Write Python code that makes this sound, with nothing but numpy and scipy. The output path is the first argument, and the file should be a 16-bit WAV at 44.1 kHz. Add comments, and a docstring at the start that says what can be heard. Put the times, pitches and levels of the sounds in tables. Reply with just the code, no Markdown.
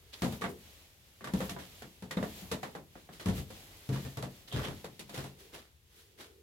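"""On wooden basement stairs, someone walks slowly down, camera in hand, and steps off onto carpet.
Impacts of heel and ball excite the modes of the treads and frame, and the boards crack under the load.
Friction makes the soles scuff and squeak and the clothes rustle, over a faint hollow tone and the
rumble of the hand. A small panelled room reverberates after every blow."""
import sys
import numpy as np
from scipy import signal
from scipy.fft import rfft, irfft, next_fast_len
from scipy.io import wavfile
from scipy.ndimage import uniform_filter1d, map_coordinates

SR = 44100
rng = np.random.default_rng(int(sys.argv[2]) if len(sys.argv) > 2 else 0)


def wrap_up_sound(samples):
    """Save the sound to the file named by the first command line argument, as 16-bit audio."""
    columns = np.atleast_2d(samples).T
    # keep every value between -1 and 1, then stretch to whole-number steps
    tamed = np.clip(columns, -1, 1)
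    steps = np.round(tamed * 32767).astype(np.int16)
    wavfile.write(sys.argv[1], SR, steps)


N = 283122
TIME = np.arange(N) / SR
T = np.arange(SR * 3 // 4) / SR  # the life of one blow, in seconds


def amp(db):
    return 10 ** (np.asarray(db) / 20)

def unit(x):
    return x / np.sqrt(np.mean(x ** 2) + 1e-20)

def unit_attack(x, size=1100):
    """Normalisation: the first moments of a blow get rms 1."""
    return x / np.sqrt(np.mean(x[..., :size] ** 2) + 1e-20)

def along(points, hz):
    """Interpolation of (Hz, value) points on a logarithmic frequency axis."""
    freqs, values = np.transpose(points)
    return np.interp(np.log(hz + 1), np.log(freqs + 1), values)

def curve(points):
    """Linear interpolation of (seconds, value) points over the scene."""
    return np.interp(TIME, *np.transpose(points))

def wobble(rate):
    """Random modulation: a smooth curve with `rate` knots a second."""
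    return map_coordinates(rng.standard_normal(int(N * rate / SR) + 4), [TIME * rate])

def add(track, s, sound):
    """Superposition: a sound joins the track at s seconds."""
    start = max(round(s * SR), 0)
    track[:, start:start + sound.shape[-1]] += sound[..., :max(N - start, 0)]

# Stereo width. Each row: frequency in Hz, side against mid in dB.
WIDTH = [(40, -10), (140, -13.5), (250, -12), (500, -7), (1200, 0)]
def coloured(pair, colour_db):
    """Minimum-phase filtering into left and right, coherent in the bass and incoherent in the treble."""
    n = pair.shape[-1]
    size = 2 * next_fast_len(n // 2 + 2048)
    hz = np.fft.rfftfreq(size, 1 / SR)
    cepstrum = irfft(np.log(amp(colour_db(hz))))
    cepstrum[1:size // 2] *= 2  # folding the cepstrum makes the filter causal
    cepstrum[size // 2 + 1:] = 0
    mid, side = rfft(pair, size) * np.exp(rfft(cepstrum))
    side = side * amp(along(WIDTH, hz))
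    return irfft([mid + side, mid - side], size)[:, :n]

def rush(spectrum):
    """Stationary stereo noise of rms 1 with the given spectrum."""
    return unit(coloured(rng.standard_normal((2, N)), lambda hz: along(spectrum, hz)))

# The room's decay. Each row: frequency in Hz, reverberation time in seconds.
ROOM_T60 = [(70, 0.7), (200, 0.36), (500, 0.27), (1400, 0.17), (4000, 0.19), (12000, 0.17)]
def room_tail():
    """Reverberation: a diffuse field in which each frequency decays at its own rate."""
    hz, t, bands = signal.stft(rng.standard_normal((2, len(T))), SR, nperseg=256)
    decay = amp(-60 * t / along(ROOM_T60, hz)[:, None])
    return signal.istft(bands * decay, SR, nperseg=256)[1][:, :len(T)]

# The hollow tone's spectrum. Each row: frequency in Hz, relative density in dB.
HOLLOW = [(200, -38), (320, -11), (385, -4), (450, -5.5), (650, -39.5)]
# Its envelope. Each row: time in seconds, level in dB.
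HOLLOW_LEVEL = [(.42, -73), (.5, -42.5), (.7, -88), (5.2, -73), (5.45, -62.5), (5.83, -89), (5.92, -75),
                (6.35, -62.5)]
def hollow_tone():
    """Narrow-band noise has a faint pitch: a brief ring swells just after the first step, and a hollow tone
    comes and goes near the foot of the stairs."""
    return amp(curve(HOLLOW_LEVEL)) * rush(HOLLOW)

# The hand's rumble. Each row: frequency in Hz, relative density in dB.
RUMBLE = [(20, -4.5), (70, 5), (170, -9), (600, -34)]
def hand_rumble(vigour_db):
    """Structure-borne sound: the hand rumbles on the camera as the body moves."""
    return amp(-60.5 + 0.46 * vigour_db) * rush(RUMBLE)

# Strides. Each row: time of the knee bend in seconds, its half-length in seconds, its relative level
# in dB, delay of the other leg's swing in seconds, the swing's relative level in dB.
STRIDES = [(0.307, 0.097, -52, 0.38, -62), (1.438, 0.1, -50, 0.29, -60.5), (2.371, 0.19, -53.5, 0.35, -64),
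           (3.375, 0.057, -50, 0.27, -59.5), (4.02, 0.16, -56, 0.34, -64), (4.623, 0.09, -57, 0.12, -60.5),
           (5.192, 0.095, -57, 0.29, -66.5)]
# Movement between strides. Each row: time in seconds, relative level in dB.
STIR = [(0, -65.5), (1.15, -66), (2.95, -67), (3.6, -61.5), (5.3, -68), (5.8, -72.5), (6.42, -73.5)]
def vigour(swing_half_s=0.17):
    """Incoherent sources add in power: two swells a stride over a faint stir, in dB above -60."""
    def swell(s, half_s, db):
        return amp(db) ** 2 * np.exp(-2 * ((TIME - s) / half_s) ** 2)
    power = sum(swell(s, half_s, bend_db) + swell(s + delay, swing_half_s, swing_db)
                for s, half_s, bend_db, delay, swing_db in STRIDES)
    return 10 * np.log10(amp(curve(STIR)) ** 2 + power) + 60

# Spectra of rubbing cloth and of its threads. Each row: frequency in Hz, relative density in dB.
CLOTH = [(500, -2), (1100, -11.5), (2000, -2), (3400, 0.5), (5000, -3.5), (9000, -9), (16000, -11)]
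THREADS = [(3000, -35), (7000, -1.5), (9000, -13), (11500, 3.5), (16000, -8.5)]
def clothes(vigour_db):
    """Friction noise: cloth rubs with each stride, slightly brighter when it moves faster."""
    cloth = amp(-58.5 + vigour_db + 1.65 * wobble(15)) * rush(CLOTH)
    catches = amp(2.5 * wobble(290))  # threads catch and let go
    fizz = amp(-65.5 + 1.07 * vigour_db) * unit(catches * rush(THREADS))
    return cloth + fizz

# Foot on wood, in shuffles and knocks. Each row: frequency in Hz, relative density in dB.
WOOD_CONTACT = [(100, -21.5), (230, -5), (480, -4), (800, -7.5), (1800, -15.5), (2800, -26.5), (8000, -46)]
def shuffle(vigour_db):
    """Continuous excitation: weight moving on the boards makes a soft woody noise."""
    return amp(-66 + 1.14 * vigour_db + wobble(17)) * rush(WOOD_CONTACT)

def stroke(s, rise_s, fall_s, colour_db, grain_db):
    """Sliding friction: a sole catches on countless fibres, in grainy noise that peaks at time s."""
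    out = np.zeros((2, N))
    start = max(s - np.pi * rise_s, 0)
    t = T + start - s
    swell = np.exp(-(np.minimum(t, 0) / rise_s) ** 2 - np.maximum(t, 0) / fall_s)
    roughness = unit(uniform_filter1d(rng.standard_normal(len(T)), size=90))
    grains = amp(grain_db * roughness) * rng.standard_normal((2, len(T)))
    add(out, start, swell * unit(coloured(grains, colour_db)))
    return out

# Rubber chattering on a tread. Each row: peak time in seconds, level in dB, pitch in Hz,
# half-width in Hz, rise and fall time in seconds.
SQUEAKS = [(0.144, -46, 3700, 1300, .012), (2.177, -45, 3780, 200, 0.0048),
           (4.484, -51, 3730, 1400, 0.0089), (4.538, -42.5, 3350, 402, 0.02),
           (4.656, -43.5, 3190, 400, 0.025)]
def squeaks():
    """Stick-slip motion: a twisting sole drives one rough resonance."""
    out = np.zeros((2, N))
    for s, db, pitch_hz, width_hz, ramp_s in SQUEAKS:
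        resonance_db = lambda hz: -20 * np.log10(1 + ((hz - pitch_hz) / width_hz) ** 2)
        out += amp(db) * stroke(s, ramp_s, ramp_s, resonance_db, grain_db=2)
    return out

# A sliding sole's spectrum. Each row: frequency in Hz, relative density in dB.
SOLE = [(80, 1), (220, 7.5), (420, 5.5), (1000, -4.5), (1800, -5), (2500, -9), (3300, -7), (8500, -20.5),
        (11500, -20.5), (16000, -29.5)]
# Slides on treads and carpet. Each row: peak time in seconds, rise time in seconds, level in dB.
SCUFFS = [(0.136, 0.0065, -51), (1.605, 0.019, -47.5), (3.134, 0.0086, -53), (3.2, 0.0031, -44.5),
          (3.945, .02, -43.5), (4.483, 0.0026, -54), (4.578, 0.041, -37), (4.655, .035, -41),
          (5.18, 0.036, -43.5), (5.405, 0.018, -56.5), (5.551, .019, -46), (6.011, 0.095, -59.5),
          (6.21, .023, -48.5)]
def scuffs(fall_s=0.051, middling_db=-48):
    """Friction depends on pressure: a light brush is bright and smooth, a heavy drag dull and gritty."""
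    out = np.zeros((2, N))
    for s, rise_s, db in SCUFFS:
        pressure_db = db - middling_db
        db_per_octave = 2 - 0.23 * pressure_db
        colour_db = lambda hz: along(SOLE, hz) + db_per_octave * np.log2(hz / 1000 + 0.023)
        grain_db = max(1.8 + 0.12 * pressure_db, 0)
        out += amp(db) * stroke(s, rise_s, fall_s, colour_db, grain_db)
    return out

def ring(hz, t60):
    """Damped oscillation: one mode that falls 60 dB in t60 seconds."""
    return unit_attack(np.sin(2 * np.pi * hz * T) * amp(-60 * T / t60))

def blow(spectrum, t60, room_db):
    """Modal overlap: dense, short-lived modes merge into a noise burst, followed by the room."""
    contact = 1 - np.exp(-T / 0.0006)
    direct = rng.standard_normal((2, len(T))) * amp(-60 * T / t60) * contact
    reverberation = amp(room_db) * room_tail() * (1 - np.exp(-T / 0.0075))
    return unit_attack(coloured(direct + reverberation, lambda hz: along(spectrum, hz)))

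# Modes of a single board. Each row: frequency in Hz, mean relative level in dB.
BOARD_MODES = [(440, 3), (523, 2.5), (612, -7.5), (690, -1.5), (805, -8.5), (900, -12.5), (987, -11),
               (1148, -19.5), (1800, -14.5)]
def board(t60, scatter_db=9):
    """Modal superposition: every blow rings the same modes with new strengths and phases."""
    pair = np.zeros((2, len(T)))
    for channel in pair:
        for hz, db in BOARD_MODES:
            strength = amp(db + scatter_db * rng.standard_normal())
            channel += strength * np.sin(2 * np.pi * (hz * T + rng.random()))
    return unit_attack(coloured(pair * amp(-60 * T / t60), np.zeros_like))

# Spectra of the wood's body, a sharp snap (both also in footfalls) and a crack.
# Each row: frequency in Hz, relative density in dB.
WOOD_BODY = [(70, -47), (130, -6.5), (190, -5.5), (380, -11), (1200, -66.5)]
SNAP = [(900, -29.5), (1900, 3.5), (3700, 5.5), (5500, -0.5), (7500, 0), (9000, -5.5), (11000, -1.5),
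        (16000, -15)]
CRACK = [(120, -15), (330, 1.5), (520, 4), (1900, 2.5), (2700, -6.5), (3700, -5.5), (16000, -67)]
# Notes of the joints. Each entry: joint name, frequency in Hz.
JOINT_HZ = {"low": 499, "middle": 724, "high": 1152, "tight": 1887}
# Joints giving way. Each row: start in seconds, relative level in dB, joint name, snap offset in dB.
CRACKS = [(0.411, -40, "low", -12.5), (0.419, -28.5, "high", -23.5), (0.440, -27.5, "high", -40),
          (1.208, -44, "high", -24), (1.242, -35, "high", -16.5), (1.272, -35.5, "high", -19),
          (1.404, -29.5, "low", -22), (1.494, -38, "high", -7.5), (1.563, -36, "low", -32),
          (1.82, -41, "middle", -15.5), (2.109, -33, "tight", -13.5), (2.171, -29.5, "low", -28),
          (2.227, -29, "low", -24.5), (2.515, -31, "low", -12), (2.63, -30.5, "middle", -20.5),
          (2.75, -35, "low", -24), (2.954, -45, "middle", -43), (3.09, -45.5, "middle", -35),
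          (3.503, -43, "low", -15.5), (3.958, -39, "high", -34), (4.523, -39.5, "middle", -12.5),
          (4.594, -35.5, "high", -27), (4.645, -39, "high", -28), (4.672, -37.5, "low", -29),
          (4.843, -35.5, "low", -17.5), (4.993, -44.5, "low", -4.5), (5.093, -44.5, "low", -11),
          (5.142, -42, "low", -8)]
def cracks():
    """Release of strain: boards slip against their nails with a snap and ring at the joint's note."""
    out = np.zeros((2, N))
    for s, crack_db, joint, snap_db in CRACKS:
        note_hz = JOINT_HZ[joint]
        spectrum = [(hz, db - 4 * abs(np.log2(hz / note_hz))) for hz, db in CRACK]  # tight is brighter
        burst = blow(spectrum, t60=0.029, room_db=-3.5)
        wood = burst + amp(-3.5) * board(t60=0.23) + amp(-4.5) * ring(note_hz, t60=0.064)
        add(out, s, amp(crack_db - 11) * wood)
        add(out, s, amp(-35 + 0.43 * crack_db) * blow(WOOD_BODY, t60=0.045, room_db=-4.5))
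        add(out, s, amp(crack_db + snap_db + 2) * blow(SNAP, t60=0.11, room_db=-3))
    return out

# Modes of the staircase frame. Each row: frequency in Hz, relative level in dB.
FRAME_MODES = [(116, -8), (135, -6), (186, -9.5), (212, -16), (243, -15), (275, -20), (439, -23.5)]
def tread(pitch_hz, shake_db, attack_s=0.004):
    """Coupled vibration: a flexing tread shakes the frame, barely driving modes far below its pitch."""
    frame = np.zeros(len(T))
    for hz, db in FRAME_MODES:
        octaves_below = max(np.log2(pitch_hz / hz), 0)
        frame += amp(db - 17 * octaves_below + rng.standard_normal()) * ring(hz, t60=0.4)
    flex = ring(pitch_hz, t60=0.14) + amp(shake_db - 2.5) * unit_attack(frame)
    return unit_attack(flex * (1 - np.exp(-T / attack_s)))

# The frame's boom. Each row: frequency in Hz, relative density in dB.
BOOM = [(20, -36), (45, -11.5), (72, -5.5), (95, -5.5), (140, -22), (300, -67.5)]
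def landing(s, hardness_db, shake_db, boom_db):
    """Impact excitation: the tread thuds and the frame booms; harder contact adds knock and sole slap."""
    pitch_hz = 192.3 if s < 3.33 else 134  # the bottom of the flight rings lower
    thud = tread(pitch_hz, shake_db) + amp(-11.5) * blow(WOOD_BODY, t60=0.29, room_db=-1.5)
    boom = amp(boom_db - 3.5) * blow(BOOM, t60=0.12, room_db=-8.5)
    knock = amp(-21) * (blow(WOOD_CONTACT, t60=0.056, room_db=1.5) + amp(-5) * board(t60=0.24))
    slap = amp(-25.5) * blow(SNAP, t60=0.024, room_db=-6)
    return amp(-9) * thud + boom + amp(hardness_db) * (knock + slap)

# Steps. Each row: heel time in seconds, then relative level, hardness, frame shake and boom in dB,
# delay of the ball in seconds, ball against heel in dB.
STEPS = [(0.220, -23, 7.5, 10.5, -16, 0.024, -4), (1.336, -19, -2.5, -8, -20, 0.08, -7),
         (2.169, -21.5, -10, 1, -21, .056, -5.5), (3.258, -22.5, 2.5, 3.5, -9, .027, -0.5),
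         (3.89, -21, -6, 5, -22, .039, -2), (4.537, -25.5, -10, 0, -16, .025, -0.5),
         (5.176, -31.5, 7.5, 3, -17, 0.065, -5)]
# Shifts of weight. Each row: start in seconds, relative level in dB, hardness in dB.
WEIGHT_SHIFTS = [(0.323, -39, 11.5), (0.439, -31, 7), (1.508, -36, 4.5), (2.023, -35.5, 4.5),
                 (2.421, -39.5, 1), (2.514, -31, 11), (3.378, -28.5, -2), (4.049, -32, 2),
                 (4.171, -31.5, 8), (4.225, -31, 9), (4.682, -32, 4)]
def footfalls(ball_softer_db=0.5):
    """Impulsive loading: the heel lands, the ball follows, and shifting weight adds softer thumps."""
    out = np.zeros((2, N))
    for s, db, hardness_db, shake_db, boom_db, delay, ball_db in STEPS:
        heel = landing(s, hardness_db, shake_db, boom_db)
        ball = landing(s, hardness_db - ball_softer_db, shake_db, boom_db)
        add(out, s, amp(db) * heel)
        add(out, s + delay, amp(db + ball_db) * ball)
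    for s, db, hardness_db in WEIGHT_SHIFTS:
        add(out, s, amp(db) * landing(s, hardness_db, shake_db=1, boom_db=-15))
    return out

def scene():
    """Linear superposition: the pressures of all the sources add."""
    feet = footfalls() + cracks() + scuffs() + squeaks()
    vigour_db = vigour()
    movement = clothes(vigour_db) + shuffle(vigour_db) + hand_rumble(vigour_db)
    return feet + movement + hollow_tone()

# Left-right lean of the scene: low mids and top treble sit left, upper mids right.
# Each row: frequency in Hz, left against right in dB.
STEREO_BALANCE = [(500, 2), (2000, -3.5), (3600, -1.4), (13000, 4)]
def record(dry, low_cut_hz=45, top_hz=16000):
    """Filtering: the microphone sheds deep bass; each band leans left or right, up to the band limit."""
    size = next_fast_len(N + SR // 2)
    hz = np.fft.rfftfreq(size, 1 / SR)
    balance = amp(np.outer([0.5, -0.5], along(STEREO_BALANCE, hz)))
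    low_cut = signal.butter(2, low_cut_hz, "highpass", fs=SR, output="sos")
    spectrum = rfft(signal.sosfilt(low_cut, dry), size)
    return irfft(spectrum * balance * (hz < top_hz), size)[:, :N]

dry = scene()
out = record(dry)
wrap_up_sound(out)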